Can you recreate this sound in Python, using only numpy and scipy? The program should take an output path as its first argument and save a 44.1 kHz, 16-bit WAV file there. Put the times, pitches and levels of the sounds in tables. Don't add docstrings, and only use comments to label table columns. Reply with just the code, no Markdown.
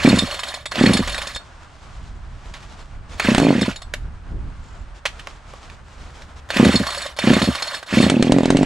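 import sys
import numpy as np
from scipy import signal
from scipy.fft import rfft, irfft, next_fast_len
from scipy.io import wavfile
from scipy.ndimage import uniform_filter1d, map_coordinates

SR = 44100
rng = np.random.default_rng(int(sys.argv[2]) if len(sys.argv) > 2 else 0)


def wav_out(sig):
    wavfile.write(sys.argv[1], SR, np.round(np.clip(np.atleast_2d(sig).T, -1, 1) * 32767).astype(np.int16))


N = 381465
TIME = np.arange(N) / SR

# start_s, crack_db, crank_speed_after_hz
FIRINGS = [(3.3495, -4.5, 31), (3.3829, -2.5, 54), (3.401, -8.5, 54), (3.4327, -57.5, 55),
           (3.4694, -48, 59), (3.5068, -35, 45.66), (8.101, 0, 50), (8.227, -3.5, 48), (8.3226, -2.5, 50),
           (8.3864, -14.5, 45), (8.4082, -23, 41), (8.4346, -18, 41), (8.458, -9.5, 43), (8.5051, -4, 47.4),
           (8.571, -6.5, 51), (8.6317, -13, 47)]
# first_full_puff_s, slow_turn_before_s, time_stretch_ratio, strength_db, whirr_after_db, whirr_end_s
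YANKS = [(0.0508, .06, .86, 0, -31, .58), (0.8127, .030, .9, 0, -30, 1.31),
         (3.2879, .038, 1.01, -1, -36, 3.71), (6.5998, .034, 1.005, .3, -29, 7.08),
         (7.2748, .033, 1.001, 0, -29, 7.77), (7.9732, .045, 1.002, 0, -41, 8.7)]
# after_first_puff_s, exhaust_puff_db, intake_gulp_re_puff_db
CRANK_TURNS = [(0, 0, -2.5), (0.0308, -1, -3.5), (0.057, -4.5, 5), (0.093, -3, 3.5), (0.143, -8, 9),
               (.202, -10, 8)]
# from_first_puff_s, whirr_db, air_rush_re_whirr_db
WHIRR = [(-.11, -38.5, -19.5), (-.075, -36.5, 6), (-.01, -26.5, 5), (0.149, -27.5, 2)]
# start_s, tick_db, ring_re_tick_db
PAWLS = [(0.032, -32, -25), (0.0868, -11.5, 3), (0.1584, -14.5, -2), (0.1844, -9.5, 6),
         (0.6562, -12.5, -6.5), (0.7173, -13.5, -10), (0.7554, -10.5, -26), (0.86, -8, -5.5),
         (0.9323, -9, 4.5), (0.969, -7, -3), (3.1965, -3.5, -21), (3.6112, -14, 3), (3.759, -23, 1),
         (3.8177, -25, -1), (3.937, -9, -20), (6.5034, -11.5, -14.5), (6.568, -7.5, -26),
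         (6.6473, -5.5, -8), (6.7281, -9, -13.5), (6.7536, -14, 6), (7.1875, -8, -6.5), (7.3333, -6.5, -3),
         (7.417, -7.5, -10), (7.4396, -9, -22), (7.8272, -19.5, -16)]
# start_s, tick_db
RATCHET = [(0.3102, -17), (0.342, -16.5), (0.391, -17), (0.4322, -13), (0.482, -23), (0.5392, -17),
           (1.0743, -8), (1.094, -17.5), (1.1192, -20), (1.1447, -13), (1.1787, -14), (1.216, -17.5),
           (1.27, -17), (1.3467, -34), (1.3598, -14.5), (6.8669, -10), (6.9025, -12.5), (6.946, -14),
           (6.975, -24), (7.017, -21), (7.0607, -28.5), (7.5494, -13), (7.622, -9.5), (7.6717, -23),
           (7.7448, -20)]
# start_s, snap_db, t60_s, knock_re_snap_db
FINGERS = [(2.537, -27.5, 0.17, -6), (2.6253, -34.5, 0.12, -8), (5.0536, -6, 0.08, -12),
           (5.194, -23.5, 0.067, -12), (5.271, -16.5, 0.022, 6), (5.536, -36.5, 0.028, 20),
           (5.6985, -25, 0.025, -19), (6.2193, -28, 0.044, -6)]
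# middle_s, half_length_s, level_db
RUSTLES = [(1.5, 0.17, -54.5), (1.92, 0.24, -52), (2.35, 0.14, -59.5), (2.67, 0.24, -49.5),
           (3.15, 0.057, -43.5), (4.717, 0.19, -56.5), (4.973, 0.026, -49.5), (5.233, .15, -49.5),
           (5.6, 0.17, -49), (6.08, 0.23, -50), (6.382, 0.023, -49.5)]
# time_s, level_db
WIND = [(0, -39), (.6, -50.5), (1.1, -32.5), (1.4, -50), (1.9, -43), (2.03, -39), (2.3, -42.5),
        (2.7, -44.5), (3.02, -39), (3.8, -47), (4.07, -32), (4.2, -42), (4.32, -28), (4.45, -29),
        (4.55, -43), (4.7, -36), (4.9, -45), (6.6, -47.5), (7.9, -64), (8.3, -40), (8.65, -36)]
# time_s, level_db
DRONE = [(0, -53.5), (1.1, -43.5), (1.6, -53), (5.6, -51), (6.2, -39.5), (8.65, -59.5)]
# centre_hz, width_hz, level_db
MUFFLER = [(72.7, 13, -8.5), (122, 20.6, -10.5), (173, 38, -14), (250.6, 33.7, -1), (341, 45, -9),
           (537, 152, -8), (900, 230, -17)]
MUFFLER_SIGNS = [-1, -1, -1, 1, 1, 1, 1]
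# centre_hz, width_hz, level_db
STEEL = [(3390, 30, -8), (3620, 24, 2), (3839, 28, -3), (4247, 45, -1), (4335, 36, 4), (4671, 25, -9),
         (5190, 45, -5), (7000, 150, -11), (7880, 22, -6), (8740, 40, -16), (9040, 40, -14),
         (10250, 25, -19), (10700, 120, -19)]
# centre_hz, width_hz, level_db
HOUSING = [(571.4, 22.4, 10), (738, 140, 0.5), (1080, 175, 3.5), (1850, 360, -1), (2700, 390, -6.5),
           (3040, 1300, -3)]
# freq_hz, density_db
AIR = [(900, -3), (1900, 3.5), (2600, 3.5), (3300, -1.5), (4100, -5.5), (5200, -11), (8200, -16),
       (15500, -82.5)]
# freq_hz, density_db
CRACK = [(410, 0.5), (700, -10.5), (2160, -10.5), (3970, -10.5), (5640, -19), (8540, -16), (9600, -29.5),
         (15500, -61)]
# freq_hz, density_db
SNAP = [(350, -11), (600, -9.5), (1700, 3), (3100, 2), (6500, -10), (15500, -31)]
# freq_hz, density_db
GUST = [(8.8, -20), (15, -2), (43, 2.5), (108, -7.5), (450, -32.5), (580, -56), (990, -120)]
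# freq_hz, density_db
TRAFFIC = [(88, -33), (150, -3.5), (372, -9), (643, 1), (1410, 1), (2250, -8), (7980, -23.5), (9000, -21.5),
           (11700, -99), (19800, -120)]
# freq_hz, density_db
CLOTH = [(710, 3.5), (1200, 5), (1610, -1), (3210, -2), (7550, -9.5), (15000, -39)]
# freq_hz, left_minus_right_db
PORT_LEVEL = [(100, -.4), (400, -1.5), (1500, -2.7), (6000, -1.5), (14000, 2)]
# freq_hz, lag_rad
PORT_LAG = [(150, 0), (3200, .7), (8000, 0)]
# freq_hz, t60_s
WALLS = [(200, 0.15), (2000, 0.15), (12000, 0.21)]
# freq_hz, gain_db
MICROPHONE = [(10500, 0), (12500, -7), (15500, -11.5)]

TOP_HZ = 15700
SLOW_TURN_DB, SLOW_GULP_DB = -12, 5.5
FIRED_DB, FIRED_GULP_DB = -6, -12
DRAG_HZ2 = 457
KNEE_HZ = 33
IDLE_DB, IDLE_GAIN_DB, IDLE_TOP_DB, STALL_DB_PER_HZ = -12.5, 2.5, 0.5, 0.58
GULP_DB, GULP_DB_PER_HZ, SCATTER_DB = 1.5, -0.16, 1.77
BLOW_WIDTH_S, FIRED_BLOW_WIDTH_S, CRACK_LEAD_S = 0.00055, 0.00035, 0.0022
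HOT_UPPER_DB = 5
LET_GO_S, SAG_DB_PER_S, STOP_S = 0.066, -17.5, 0.067
REWIND_AIR_DB, RUNNING_AIR_DB = -5, 8
RATCHET_RING_DB = -19.5
TRILL_START_S, TRILL_GAP_S, TRILL_TOP_HZ, TRILL_DB = 4.635, 0.0225, 8200, -56


def engine():
    start_s, puff_db, gulp_db = crank()
    return puffs(start_s, puff_db, gulp_db) + flutter(start_s, puff_db) + cracks()


def crank():
    fired = np.array([s for s, _, _ in FIRINGS] + [np.inf])
    turns = [(s, FIRED_DB, FIRED_GULP_DB) for s in fired[:-1]]
    for start, before, stretch, db, _, _ in YANKS:
        catch = fired[fired > start][0] - 0.01
        for after, puff_db, gulp_db in CRANK_TURNS:
            when = start + stretch * after
            if when < catch:
                turns.append((when, db + puff_db, gulp_db))
        if start > before:
            turns.append((start - before, db + SLOW_TURN_DB, SLOW_GULP_DB))
    for (s, _, hz), following in zip(FIRINGS, fired[1:]):
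        turns += idle_turns(s, hz, following)
    s, db, gulp_db = np.transpose(sorted(turns))
    chance_db = SCATTER_DB * rng.standard_normal((100, 2))[:len(s)]
    return s, db + chance_db[:, 0], gulp_db + 2 * chance_db[:, 1]


def idle_turns(fired_s, hz, following_s):
    k = np.arange(min(8, int(hz ** 2 / DRAG_HZ2) + 1))
    speed_hz = np.sqrt(hz ** 2 - DRAG_HZ2 * k)
    when = fired_s + np.cumsum(1 / speed_hz)
    puff_db = np.minimum(IDLE_DB + IDLE_GAIN_DB * (k + 1), IDLE_TOP_DB)
    puff_db = puff_db - STALL_DB_PER_HZ * np.clip(KNEE_HZ - speed_hz, 0, 10)
    gulp_db = GULP_DB + GULP_DB_PER_HZ * np.clip(speed_hz - KNEE_HZ, 0, None)
    latest = np.minimum(following_s - 0.5 / speed_hz, N / SR - 0.005)
    return [row for row, limit in zip(zip(when, puff_db, gulp_db), latest) if row[0] < limit]


def puffs(start_s, puff_db, gulp_db):
    turn_s = np.clip(np.diff(start_s, append=start_s[-1]), 0.022, 0.034)
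    heat = np.clip((0.03 - turn_s) / 0.008, 0, 1)
    cold_port, hot_port = np.zeros(N), np.zeros(N)
    fired = [s for s, _, _ in FIRINGS]
    for k, s in enumerate(start_s):
        width_s = FIRED_BLOW_WIDTH_S if s in fired else BLOW_WIDTH_S
        suction = push(s - 0.0023, puff_db[k] - 5.5, 0.00078)
        blow = push(s - 0.0006, puff_db[k] + 2, width_s)
        gulp = push(s + 0.2908 * turn_s[k], puff_db[k] + gulp_db[k] - 3, 0.00077)
        pressure = blow - suction + gulp
        cold_port += (1 - heat[k]) * pressure
        hot_port += heat[k] * pressure
    hot_modes = [(1.1 * hz, 1.8 * w, db + HOT_UPPER_DB * (hz > 400)) for hz, w, db in MUFFLER]
    cold = filtered(cold_port, ringing(MUFFLER, MUFFLER_SIGNS))
    hot = filtered(hot_port, ringing(hot_modes, MUFFLER_SIGNS))
    return amp(10.5) * (cold + hot)


def flutter(start_s, puff_db):
    breath = bursts([(s - 0.002, db, 0.09) for s, db in zip(start_s, puff_db)], 0.00058)
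    return amp(-19) * breath * unit(filtered(rng.standard_normal(N), ringing(MUFFLER[4:])))


def cracks():
    short = bursts([(s - CRACK_LEAD_S, db + 1, 0.014) for s, db, _ in FIRINGS], 0.00083)
    tail = bursts([(s - CRACK_LEAD_S, db - 14, 0.05) for s, db, _ in FIRINGS], 0.00081)
    return coloured((short + tail) * grit(1.5), CRACK)


def starter():
    return whirr() + strikes()


def whirr():
    rattle = patchy(filtered(grit(2), ringing(HOUSING)), 4)
    air = patchy(coloured(grit(1.5), AIR), 4)
    jingle = unit(filtered(grit(3), ringing(STEEL)))
    out = np.zeros(N)
    for start, _, stretch, db, after_db, end in YANKS:
        whirr_db, air_db = curves(spin(start, stretch, db, after_db, end))
        out += amp(whirr_db + 2 * wobble(70)) * (rattle + amp(-7 + 4 * wobble(25)) * jingle)
        out += amp(whirr_db + air_db + 2 * wobble(90)) * air
    return out


def spin(start, stretch, db, after_db, end):
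    rows = [(start + stretch * s, db + whirr_db, air_db) for s, whirr_db, air_db in WHIRR]
    caught = [s for s, _, _ in FIRINGS if start < s < rows[-1][0]]
    if caught:
        rows[-1] = (caught[-1] - LET_GO_S / 2, *rows[-1][1:])
    free = rows[-1][0] + LET_GO_S
    air_db, sag_db = (RUNNING_AIR_DB, 0) if caught else (REWIND_AIR_DB, SAG_DB_PER_S * (end - free))
    end_db = after_db + sag_db
    return rows + [(free, after_db, air_db), (end, end_db, air_db), (end + STOP_S, end_db - 18, REWIND_AIR_DB)]


def strikes():
    ratchet = [(s, db, RATCHET_RING_DB - db + rng.normal(0, 0.5)) for s, db in RATCHET]
    rows = PAWLS + ratchet
    tick_level = bursts([(s, db, 0.04) for s, db, _ in rows], 0.0013)
    hiss = patchy(coloured(grit(1.8), AIR), 4)
    rattle = patchy(filtered(grit(2.8), ringing(HOUSING)), 4)
    ticks = amp(-7) * tick_level * (hiss + rattle)
    chatter = bursts([(s, db + ring_db, 0.04) for s, db, ring_db in rows], 0.002) * patchy(grit(1), 3)
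    return ticks + amp(20.5) * filtered(chatter, ringing(STEEL))


def fingers():
    snap_level = bursts([(s, db, t60) for s, db, t60, _ in FINGERS], 0.0013)
    snaps = snap_level * patchy(coloured(grit(3.26), SNAP), 1.1)
    knock_level = bursts([(s, db + knock_db, t60) for s, db, t60, knock_db in FINGERS], 0.0014)
    knocks = knock_level * unit(filtered(grit(5.7), ringing(HOUSING[:3])))
    return amp(-5.5) * (snaps + knocks)


def walls(x):
    hz, t, z = signal.stft(rng.standard_normal((2, SR // 3)), SR, nperseg=256)
    tail = signal.istft(z * amp(-60 * t / along(WALLS, hz)[:, None]), SR, nperseg=256)[1]
    upper = filtered(x, lambda f: 1j * f / (800 + 1j * f))
    delayed = np.pad(upper, (150, 0))[None]
    return signal.fftconvolve(delayed, tail / np.linalg.norm(tail[0]), axes=1)[:, :N]


def yard():
    return wind() + sleeve() + drone() + traffic() + bird()


def wind():
    wind_db = curves(WIND)[0] + 2.5 * wobble(14)
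    rumble = amp(wind_db + 3.5) * spread(unit(coloured(rng.standard_normal((2, N)), GUST)), 0.89)
    mode = ringing([(150, 200, 0)])
    slap_noise = unit(filtered(rng.standard_normal((2, N)), lambda f: mode(f) ** 2))
    slap = amp(2 * wind_db + 18) * spread(slap_noise, 0.94)
    return (rumble + slap) * amp([[-1.2], [1.2]])


def sleeve():
    moving = sum(amp(db) * np.exp(-((TIME - s) / half) ** 4) for s, half, db in RUSTLES)
    cloth = unit(coloured(np.array([grit(2.5), grit(2.5)]), CLOTH))
    return moving * amp(3 + 2 * wobble(30)) * spread(cloth, 0.75)


def drone():
    return amp(curves(DRONE)[0]) * unit(filtered(rng.standard_normal(N), ringing([(66.6, 8.0, 0)])))


def traffic():
    hum = spread(unit(coloured(rng.standard_normal((2, N)), TRAFFIC)), 0.6)
    return amp(-49 + 1.5 * wobble(20)) * hum


def bird():
    out, t = np.zeros(N), TIME[:SR // 80]
    note = np.hanning(len(t)) * np.sin(2 * np.pi * TRILL_TOP_HZ * (t - 9 * t ** 2))
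    for k in range(9):
        start = round((TRILL_START_S + k * TRILL_GAP_S) * SR)
        out[start:][:len(t)] += amp(TRILL_DB + rng.normal(0, 2)) * note
    return out


def amp(db):
    return 10 ** (np.asarray(db) / 20)


def unit(x):
    return x / np.sqrt(np.mean(x ** 2) + 1e-20)


def along(points, hz):
    f, v = np.transpose(points)
    return np.interp(np.log(hz + 1), np.log(f + 1), v)


def curves(rows):
    s, *cols = np.transpose(rows)
    return [np.interp(TIME, s, c, left=-200, right=-200) for c in cols]


def wobble(rate_hz):
    return map_coordinates(rng.standard_normal(int(N * rate_hz / SR) + 4), [TIME * rate_hz])


def filtered(x, response):
    m = next_fast_len(N + SR // 2)
    return irfft(rfft(x, m) * response(np.fft.rfftfreq(m, 1 / SR)), m)[..., :N]


def ringing(modes, signs=None):
    signs = signs or [(-1) ** k for k in range(len(modes))]

    def response(f):
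        return sum(sign * amp(db) * 1j * f * width / (centre ** 2 - f * f + 1j * f * width)
                   for sign, (centre, width, db) in zip(signs, modes))
    return response


def coloured(x, spectrum):
    y = filtered(x, lambda hz: amp(along(spectrum, hz)))
    return y * np.linalg.norm(x) / np.linalg.norm(y)


def grit(spiky_db):
    return unit(rng.standard_normal(N) * amp(spiky_db * rng.exponential(size=N)))


def patchy(x, depth_db):
    z = signal.stft(x, nperseg=256)[2]
    field = uniform_filter1d(rng.standard_normal(z.shape), size=3, axis=0)
    field = uniform_filter1d(field, size=3, axis=1)
    return unit(signal.istft(z * amp(depth_db * unit(field)), nperseg=256)[1][:N])


def spread(noise, alike):
    u = np.arccos(np.clip(alike, 0, 1)) / 2
    return np.cos(u) * noise[0] + np.sin(u) * noise[1] * np.array([[1], [-1]])


def push(s, db, width_s):
    out, middle = np.zeros(N), round(s * SR)
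    k = np.arange(middle - 200, min(N, middle + 200))
    out[k] = amp(db) * np.exp(-((k / SR - s) / width_s) ** 2)
    return out


def bursts(rows, rise_s):
    out, t = np.zeros(N + SR), TIME[:SR // 4]
    for s, db, t60 in rows:
        out[round(s * SR):][:len(t)] += amp(db - 60 * t / t60) * (1 - np.exp(-t / rise_s))
    return out[:N]


def scene():
    saw = engine() + starter() + fingers()
    side = np.array([[0.5], [-0.5]])

    def ports(hz):
        return amp(side * along(PORT_LEVEL, hz)) * np.exp(-1j * side * along(PORT_LAG, hz))
    return filtered(saw, ports) + amp(-11) * walls(saw) + yard()


def record(dry):
    step = 1 / (0.12 * SR)
    loud = signal.lfilter([step], [1, step - 1], np.mean(dry ** 2, axis=0))
    ridden = dry * (1 + loud / amp(-19.5) ** 2) ** -0.08
    squeezed = ridden / (1 + np.abs(ridden) ** 6) ** (1 / 6)
    limited = filtered(squeezed, lambda hz: amp(along(MICROPHONE, hz)) * (hz < TOP_HZ))
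    return np.clip(0.97 * limited, -1, 1)


dry = scene()
out = record(dry)
wav_out(out)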